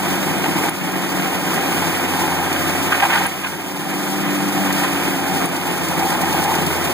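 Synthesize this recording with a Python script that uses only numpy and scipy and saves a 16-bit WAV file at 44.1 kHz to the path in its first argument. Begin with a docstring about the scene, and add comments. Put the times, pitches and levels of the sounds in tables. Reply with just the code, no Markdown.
"""Stump grinder at work outdoors

A stump grinder works a few metres from a camera with two close microphone ports.
The petrol engine, sine lines on its firing rate, hums and sags; tooth blows shape noise into thud, rasp and spray.
Hard bites knock and shriek through resonances, grit splashes, and now and then a tooth pings on a stone.
The camera's gain control ducks at treble peaks and creeps back up; its stereo is widened and band-limited."""
import sys
import numpy as np
from scipy import signal
from scipy.fft import rfft, irfft
from scipy.io import wavfile
from scipy.ndimage import uniform_filter1d, minimum_filter1d

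SR = 44100
rng = np.random.default_rng(int(sys.argv[2]) if len(sys.argv) > 2 else 0)


def unload_audio(sound):
    """Save the sound as a 16-bit wav file, at the path given as the first command line argument."""
    columns = np.transpose(np.atleast_2d(sound))
    # keep every value between -1 and 1, then stretch to whole-number steps
    steps = np.round(np.clip(columns, -1, 1) * 32767)
    wavfile.write(sys.argv[1], SR, steps.astype(np.int16))


N = 305602
T = np.arange(N) / SR
HZ = np.fft.rfftfreq(N, 1 / SR)

TOOTH_GROUPS = 4  # groups of teeth round the wheel
GROUPS_PER_FIRING = .4174  # groups that pass for each firing of the engine

# resonances of the wheel and its guard: mode_hz, width_hz, relative_db
WHEEL_MODES = [(702, 50, -10), (744, 28, -9), (774, 32, 1.5), (811, 33, -0.5), (845, 28, -5),
               (877, 35, -1.5), (922, 30, -3.5), (965, 30, -7), (1020, 56, -8)]
# resonances of the sheet-metal hood: mode_hz, width_hz, relative_db
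HOOD_MODES = [(530, 70, -4), (700, 60, 0), (1035, 50, 0), (1225, 95, 1), (1320, 50, -3), (1460, 70, -1),
              (1535, 45, -2), (1600, 40, 2.5), (1835, 65, 1), (1965, 80, -1), (2170, 95, 0), (2415, 70, 1),
              (2510, 70, 0), (2900, 260, -6)]
# spectrum of flying dust, chips and grit: frequency_hz, relative_db_per_hz
SPRAY_SPECTRUM = [(500, -25), (2500, -3), (3400, 1), (4200, -1), (5300, 1), (7200, -.3), (9200, 1.5),
                  (10000, -2), (11000, -5.3), (12100, -4), (13000, .3), (15400, .3)]


def amp(db):
    """Decibels to gain."""
    return 10 ** (np.asarray(db) / 20)


def evened(x):
    """Scales each row to rms 1."""
    return x / np.sqrt(np.mean(x ** 2, -1, keepdims=True) + 1e-20)


def curves(rows):
    """Each column of a time table, sample by sample."""
    s, *columns = np.transpose(rows)
    return [np.interp(T, s, c) for c in columns]


def spectra(rows):
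    """Each column of a frequency table, bin by bin along a log axis."""
    hz, *columns = np.transpose(rows)
    return [np.interp(np.log(HZ + 1), np.log(hz), c) for c in columns]


def filtered(x, response):
    """Passes x through a frequency response."""
    return irfft(rfft(x) * response, N)


def coloured(x, spectrum):
    """Gives x a spectrum, at rms 1."""
    return evened(filtered(x, amp(spectra(spectrum)[0])))


def rung(x, modes):
    """Lets x drive a set of steep-sided resonances, at rms 1."""
    response = sum(amp(db) / (1 + 2j * (HZ - hz) / width) ** 2 for hz, width, db in modes)
    return evened(filtered(x, response))


def driven_hard(modes):
    """Resonances kept near full swing by a dragging tooth, at rms 1."""
    swing = signal.hilbert(rung(noise(), modes))
    return evened(swing.real / np.hypot(abs(swing), .5))


def wander(rate_hz):
    """Random drift of rms 1, slower than about rate_hz."""
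    return evened(filtered(rng.standard_normal(N), np.exp(-(HZ / rate_hz) ** 2)))


def noise():
    """Two rows of noise: the direct sound and the part scattered round the microphone."""
    return rng.standard_normal((2, N))


def clicks(times, sizes):
    """One impulse at each time."""
    return np.bincount(np.round(np.asarray(times) * SR).astype(int), sizes, N)[:N]


def bursts(impulses, rise_s):
    """Each impulse swells to its own height in rise_s and dies away."""
    u = T[:SR // 8] / rise_s
    return signal.oaconvolve(impulses, u * np.exp(1 - u))[:N]


def swells(times, lengths, levels_db):
    """A rounded swell of the given length and height at each time."""
    out = np.zeros(N)
    for s, length, db in zip(times, lengths, levels_db):
        shape = amp(db) * np.sqrt(signal.windows.cosine(round(abs(length) * SR) + 1))
        out[round(s * SR):][:len(shape)] += shape
    return out


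def teeth(firings, uneven_db=2.5, lead_db=0.0):
    """The belt-driven wheel brings four groups of teeth round each turn, each blow of uneven depth."""
    passing = T[np.flatnonzero(np.diff(np.floor(firings * GROUPS_PER_FIRING)))]
    depth, late = np.clip(rng.standard_normal((len(passing), 2)), -1.7, 1.7).T
    # lead_db deepens one group's cut; at 0 dB all four are alike
    leading = np.arange(len(passing)) % TOOTH_GROUPS == 0
    # the ragged face of the stump meets each group a little early or late
    times = abs(passing + .0028 * late)
    return clicks(times, amp(uneven_db * depth + lead_db * leading))


def cutting(blows, sag_hz):
    """Thud, ring, rasp and spray follow their level curves, shaken by the uneven grain of the wood."""
    # how deep the wheel cuts as it sweeps across the stump: time_s, depth_db
    cut_depth = [(0, 0.5), (.35, -1.1), (.8, 0.2), (1.25, 1.5), (1.42, -1), (1.58, 1), (2.3, -0.1),
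                 (2.85, 1), (3.02, 1.5), (3.25, 1), (3.33, 0.5), (3.62, -3.5), (4.2, -2), (4.55, -1.5),
                 (4.77, 1.8), (5.05, -0.5), (5.35, -0.7), (5.6, 0), (5.8, 0), (6.45, 0.5), (6.93, 0)]
    # level of the low thudding: time_s, level_db
    thud_levels = [(0, -25), (.6, -25.5), (.85, -24.5), (1.9, -24.5), (2.4, -27), (2.84, -24.5), (3, -29.5),
                   (3.4, -30), (4.15, -29), (4.45, -27), (5, -26), (5.2, -25), (6.93, -25)]
    grain_hz, grain_thud_db, grain_ring_db, grain_rasp_db = 3.1, .5, 2.5, 0.1
    # base levels in dB, and the dB gained per dB of cut
    rasp_db, rasp_growth = -25, 0.98
    spray_db, spray_growth = -25.5, 0.89
    ring_base_db, ring_growth = -26.5, 0.84
    ring_db_per_hz = 0.0342  # the wheel rings more as it drags the engine down

    cut_db = curves(cut_depth)[0] + grain_rasp_db * wander(grain_hz)
    thud_db = curves(thud_levels)[0] + grain_thud_db * wander(grain_hz)
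    ring_db = ring_base_db + ring_growth * cut_db + ring_db_per_hz * sag_hz
    ring_db = ring_db + grain_ring_db * wander(grain_hz)
    return (thud(blows, thud_db)
            + wheel(blows, ring_db, sag_hz)
            + rasp(blows, rasp_db + rasp_growth * cut_db)
            + spray(blows, spray_db + spray_growth * cut_db))


def thud(blows, level_db, gain_db=0, steady=1.0, rise_s=0.0087):
    """Torn wood and soil drum under the hood: low noise that swells at each blow."""
    # spectrum of the drumming: frequency_hz, relative_db_per_hz
    thud_spectrum = [(20, -49), (45, -34), (75, -20.5), (120, -16), (160, 0.5), (190, -1), (212, -7.5),
                     (245, -2.5), (280, -3), (335, 4.5), (385, -3), (460, -8.5), (620, -10.5), (900, -8.5),
                     (3000, -45)]
    drumming = noise() * (steady + bursts(blows, rise_s))
    return amp(level_db + gain_db) * coloured(drumming, thud_spectrum)


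def wheel(blows, level_db, sag_hz, gain_db=-4.0, steady=1.9, rise_s=0.0048, knock=0.41,
          lean_db=-2.5, lean_db_per_hz=1.0, roam_db=3.5, roam_hz=4, waver_s=.0005):
    """Knocks and scrapes ring the wheel; its upper modes lead as load grows and the contact roams."""
    lower_modes = 3  # the first modes, which lead in a light cut
    drive = evened(noise() * (steady + bursts(blows, rise_s)))
    drive[0] += knock * evened(blows)
    lean = amp(lean_db + lean_db_per_hz * sag_hz + roam_db * wander(roam_hz))
    lower = rung(drive, WHEEL_MODES[:lower_modes])
    upper = rung(drive, WHEEL_MODES[lower_modes:])
    ring = (lower + lean * upper) / np.hypot(1, lean)
    wavering = T + waver_s * wander(roam_hz)  # the pitch of the ring drifts a little
    return amp(level_db + gain_db) * np.array([np.interp(wavering, T, row) for row in ring])


def rasp(blows, level_db, fibre_db=0.2, hood_db=-3.5, hood_growth=0.54, steady=2.4, rise_s=0.011,
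         clump_db=0.96, splinters_per_s=900, spread_db=2.5):
    """Wood fibres tear in clumps and fling splinters at the hood, which rattles more the harder the cut."""
    # spectrum of tearing fibres: frequency_hz, relative_db_per_hz
    fibre_spectrum = [(100, -41), (450, -11), (650, -2.5), (1000, -3.5), (1350, -2.5), (2000, -3),
                      (2450, -1), (2700, -6), (3000, -7.5), (3450, -11.5), (4300, -27), (12000, -61)]
    tearing = (steady + bursts(blows, rise_s)) * amp(clump_db * wander(126))
    size = amp(spread_db * np.minimum(rng.exponential(1, (2, N)), 4))
    splinters = np.sign(noise()) * size * (rng.random((2, N)) < splinters_per_s / SR)
    rattle_db = hood_db + hood_growth * (level_db - level_db.mean())
    rattle = amp(rattle_db) * rung(splinters * tearing, HOOD_MODES)
    fibres = amp(fibre_db) * coloured(noise() * tearing, fibre_spectrum)
    return amp(level_db) * (fibres + rattle)


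def spray(blows, level_db, dust_db=-1, chips_db=-8, chips_per_s=1500, spread_db=-1.0, steady=4.7,
          rise_s=0.0098, gust_db=1.01):
    """A hiss of sawdust and a patter of single chips fly off the wheel, surging with the blows."""
    size = amp(spread_db * np.minimum(rng.exponential(1, (2, N)), 5))
    chips = np.sign(noise()) * size * (rng.random((2, N)) < chips_per_s / SR)
    flow = evened((steady + bursts(blows, rise_s)) * amp(gust_db * wander(23)))
    hiss = amp(dust_db) * coloured(noise(), SPRAY_SPECTRUM)
    patter = amp(chips_db) * coloured(chips, SPRAY_SPECTRUM)
    return amp(level_db) * flow * (hiss + patter)


def bites(wheel_db=0, hood_db=0, splinter_db=-1, rough_db=2.0, rough_hz=220, shriek_db=-2,
          shriek_growth=0.84):
    """A tooth drags hard: the wheel rings, splinters crack on the hood, and the hardest bites shriek."""
    # teeth that catch hard and knock the wheel: start_s, length_s, wheel_ring_db, hood_crack_db
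    hard_bites = [(0.436, 0.026, -26, -24), (0.458, .015, -22, -22), (.63, 0.034, -24, -32),
                  (0.681, .014, -28, -22), (0.84, 0.015, -20, -36), (1.323, 0.013, -26, -34),
                  (1.721, .02, -30, -26), (1.819, .013, -24.5, -25), (1.94, .012, -26, -32),
                  (2.051, .012, -49, -24), (2.314, .012, -23, -34), (2.549, 0.023, -28, -25),
                  (2.919, 0.018, -30, -14.5), (2.937, 0.025, -25, -19), (2.999, .013, -29, -18),
                  (3.022, 0.025, -13.5, -16), (3.048, 0.02, -18.5, -23), (3.096, 0.023, -23, -17.5),
                  (3.118, 0.03, -22, -16.5), (3.148, 0.023, -17.5, -18), (3.172, 0.019, -26, -19),
                  (3.205, 0.021, -20.5, -25), (3.225, 0.018, -25, -22.5), (3.253, 0.024, -21.5, -19),
                  (3.43, 0.047, -25.5, -20.5), (4.814, 0.011, -20.5, -28), (4.83, .027, -30, -21),
                  (4.956, 0.019, -31, -22), (5.276, 0.01103, -25, -34), (5.298, .014, -25, -34),
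                  (5.376, 0.014, -31, -34), (6.015, 0.014, -26, -36), (6.038, 0.011, -19, -33),
                  (6.064, 0.012, -24, -34), (6.121, .012, -19, -33), (6.15, 0.01, -20, -32),
                  (6.234, .013, -18, -34), (6.343, .011, -20, -34), (6.374, 0.014, -20, -33),
                  (6.455, .011, -20, -34), (6.489, .012, -17.5, -34), (6.513, .012, -16.5, -34),
                  (6.579, 0.016, -23, -31)]
    # higher wheel modes that only a hard bite excites: mode_hz, width_hz, relative_db
    shriek_modes = [(1216, 42, -12), (1485, 39, 0.5), (1530, 31, -2), (1604, 47, 4), (1843, 40, -8),
                    (2014, 77, -6)]
    # spectrum of splitting wood: frequency_hz, relative_db_per_hz
    splinter_spectrum = [(500, -28), (1900, 13.5), (2500, 20), (4000, 2), (7000, -9), (10000, -29),
                         (14000, -28)]
    deep_modes = 2  # the first hood modes, too deep for a sharp crack to stir

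    s, length, ring_db, crack_db = np.transpose(hard_bites)
    hood_crack = rung(noise(), HOOD_MODES[deep_modes:])
    splitting = amp(splinter_db) * coloured(noise(), splinter_spectrum)
    crack = evened((hood_crack + splitting) * amp(rough_db * wander(rough_hz)))
    high_db = crack_db + shriek_db + shriek_growth * (crack_db - crack_db.max())
    return (driven_hard(WHEEL_MODES) * swells(s, length, ring_db + wheel_db)
            + crack * swells(s, length, crack_db + hood_db)
            + driven_hard(shriek_modes) * swells(s, length, high_db))


def chatter(blows, sag_hz, steady=1.4, rise_s=0.014, focus_hz=715, focus_per_sag=10.0, span_hz=100,
            drift=0.24, drift_hz=6):
    """The wheel judders in the cut and its modes sing on; more engine sag makes higher modes lead."""
    # spells in which the wheel rings at every blow: start_s, length_s, level_db
    spells = [(1.1, 1, -33.5), (2.963, 0.45, -34), (5.14, 0.36, -27), (5.898, 0.29, -25), (6.21, 0.47, -25)]
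    focus = focus_hz + focus_per_sag * sag_hz
    ring = np.zeros(N)
    for hz, _, db in WHEEL_MODES:
        nearness = np.exp(-((hz - focus) / span_hz) ** 2)
        cycles = hz * T + drift * wander(drift_hz) + rng.random()
        ring += amp(db) * nearness * np.sin(2 * np.pi * cycles)
    singing = evened(ring * (steady + bursts(np.sqrt(blows), rise_s)))
    return np.array([swells(*np.transpose(spells)) * singing, np.zeros(N)])


def stones():
    """A hard tooth tip pings on a stone: a few high modes die away within milliseconds."""
    # teeth that strike a stone: time_s, level_db
    strikes = [(0.6945, -11), (3.2654, -10.5), (3.269, -15), (5.458, -13)]
    # what a tooth rings with on stone: mode_hz, relative_db, t60_s
    tooth_modes = [(8950, -4, .014), (9600, 0, .016), (10350, -3, .014), (12300, -9, .01),
                   (14600, -10, .01)]
    s, db = np.transpose(strikes)
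    t = T[:SR // 20]
    ping = sum(amp(level - 60 * t / t60) * np.sin(2 * np.pi * hz * t) for hz, level, t60 in tooth_modes)
    return np.array([signal.oaconvolve(clicks(s, amp(db)), ping)[:N], np.zeros(N)])


def grit(firings, gain_db=-3, rise_s=0.0038):
    """Grit flung at the hood: short bright splashes, once a turn of the wheel."""
    # spells of flung grit: start_s, length_s, level_db (ahead of gain_db)
    spells = [(2.526, .05, -19), (4.724, .05, -16.5), (5.42, .05, -24), (5.455, .05, -23),
              (5.561, 1.15, -18)]
    turns = firings * GROUPS_PER_FIRING / TOOTH_GROUPS
    throws = np.zeros(N)
    for s, length, db in spells:
        first, last = np.interp([s, s + length], T, turns)
        times = np.interp(np.arange(first, last), turns, T)
        throws += clicks(times, np.full(len(times), amp(db + gain_db)))
    return coloured(noise(), SPRAY_SPECTRUM) * bursts(throws, rise_s)


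def engine(firings, sag_hz, flutter_db=1.04, jitter=0.017):
    """Exhaust lines locked to the firing rate; load shifts their balance, uneven combustion shakes them."""
    # level of the deep fundamental: time_s, level_db
    fundamental = [(0, -45), (1.4, -47.5), (1.85, -44.5), (2.75, -38), (3.1, -45.5), (3.55, -44.5),
                   (3.95, -58), (4.7, -45.5), (5.55, -47), (6.1, -43.5), (6.6, -41), (6.93, -39)]
    # levels of the drone: time_s, twice_firing_rate_db, three_times_firing_rate_db
    drone = [(0, -29, -34), (.4, -31, -33.5), (.8, -30, -31.5), (1.2, -27.5, -30), (1.6, -42, -34),
             (2.4, -36.5, -35), (2.9, -55, -32), (3.2, -36.5, -42), (3.6, -36, -36), (3.95, -32.5, -29),
             (4.35, -29, -27.5), (4.72, -27.5, -26.5), (5, -36, -29.5), (5.22, -34, -26.5),
             (5.6, -35, -34.5), (5.9, -32, -46), (6.25, -40.5, -36), (6.93, -40, -48)]
    # faint overtones: multiple_of_firing_rate, free_speed_db, gain_db_per_hz_of_sag
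    overtones = [(2.5, -48.5, 0), (4, -43.5, 0.06), (5, -51, 0.82), (6, -48, 0), (8, -37.5, -0.24)]
    second_db, third_db = curves(drone)
    lines = [(1, curves(fundamental)[0]), (2, second_db), (3, third_db)]
    lines += [(k, db + slope * sag_hz) for k, db, slope in overtones]
    cycles = firings + jitter * wander(44)
    hum = np.zeros(N)
    for k, db in lines:
        level = amp(db + flutter_db * wander(14)) * np.sqrt(2)
        hum += level * np.sin(2 * np.pi * (k * cycles + rng.random()))
    return np.array([hum, np.zeros(N)])


def ports(direct, scattered):
    """Two close microphone ports: their difference follows the direct sound only in part."""
    # difference of the ports against their sum: frequency_hz, level_db, likeness_0_to_1, phase_rad
    port_difference = [(40, -19, .9, .45), (90, -16.5, 0.9, .45), (191, -16, 0.92, 0.35),
                       (335, -20, 0.8, 0.032), (430, -5.5, 0.06, 1.3), (560, -4, 0.75, 0.15),
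                       (760, -11, .82, 0.23), (1100, -6, .55, 0.21), (1490, 2, 0.64, 0.6),
                       (2220, -3.5, 0.79, 1.03), (3800, 5, 0.2, 0.98), (5900, -0.5, 0.9, -0.35),
                       (9300, -0.5, 0.8, -0.091), (11900, 0, 0.3, 0.97)]
    db, like, phase = spectra(port_difference)
    like = np.clip(like, 0, 1)
    alike = filtered(direct, amp(db) * like * np.exp(1j * phase))
    unlike = filtered(scattered, amp(db) * np.sqrt(1 - like ** 2))
    side = alike + unlike
    return np.array([direct + side, direct - side])


def scene():
    """The engine turns the wheel; the blows of its teeth drive the cutting sounds."""
    # engine speed, sagging under load: time_s, firing_rate_hz
    speed = [(0, 95.24), (.6, 94.9), (.9, 94.25), (1.5, 92.33), (1.8, 90.7), (2.35, 89.5), (2.65, 90.66),
             (3, 93.17), (3.7, 96.48), (4.22, 97.7), (4.55, 97.5), (4.82, 95.65), (5.12, 93.15),
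             (5.5, 91.2), (6.33, 84.9), (6.93, 85.9)]
    free_hz = 98  # firing rate without load
    rate_hz, = curves(speed)
    firings, sag_hz = np.cumsum(rate_hz) / SR, free_hz - rate_hz
    blows = teeth(firings)
    grinding = cutting(blows, sag_hz) + bites() + chatter(blows, sag_hz) + stones() + grit(firings)
    return ports(*(grinding + engine(firings, sag_hz)))


def gain_control(x, threshold_db=-19.5, recovery_db_per_s=6.0):
    """Treble peaks pull the gain down just before they pass; it then creeps back."""
    treble = filtered(x.mean(0), HZ ** 2 / (HZ ** 2 + 5000 ** 2))
    power_db = 10 * np.log10(abs(uniform_filter1d(treble ** 2, size=44)) + 1e-12)
    recovery = recovery_db_per_s * T
    held_db = np.maximum.accumulate(power_db + recovery) - recovery  # peaks, falling steadily
    over_db = np.maximum(held_db - threshold_db, 0)
    early_db = minimum_filter1d(-over_db, size=110)  # the window reaches ahead of each peak
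    return x * amp(uniform_filter1d(early_db, size=110))


def widened(x):
    """Stereo widening: each side gets the other, late and inverted, which combs sum and difference."""
    # bands in which the middle of the stereo picture sounds hollow: centre_hz, width_hz
    hollow_bands = [(2825, 210), (5470, 440), (11130, 620)]
    hollow_db, cross_samples = -39, 16
    angle = np.pi * HZ * cross_samples / SR
    # a bass lift makes up for what the centre loses below the comb's first crest
    lift = 1 / np.maximum(np.sin(np.minimum(angle, np.pi / 2)), .02)
    hollow = sum(np.exp(-(2 * (HZ - hz) / width) ** 4) for hz, width in hollow_bands)
    mid = filtered((x[0] + x[1]) / 2, lift * np.sin(angle) * amp(hollow_db * hollow))
    side = filtered((x[0] - x[1]) / 2, lift * np.cos(angle) / 1j)
    return np.array([mid + side, mid - side])


def record(dry):
    """Gain control, stereo widening, then the band limit."""
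    edge_hz = 15520
    lowpass = signal.firwin(511, edge_hz, window=("kaiser", 9), fs=SR)
    return signal.oaconvolve(widened(gain_control(dry)), lowpass[None], "same")


dry = scene()
out = record(dry)
unload_audio(out)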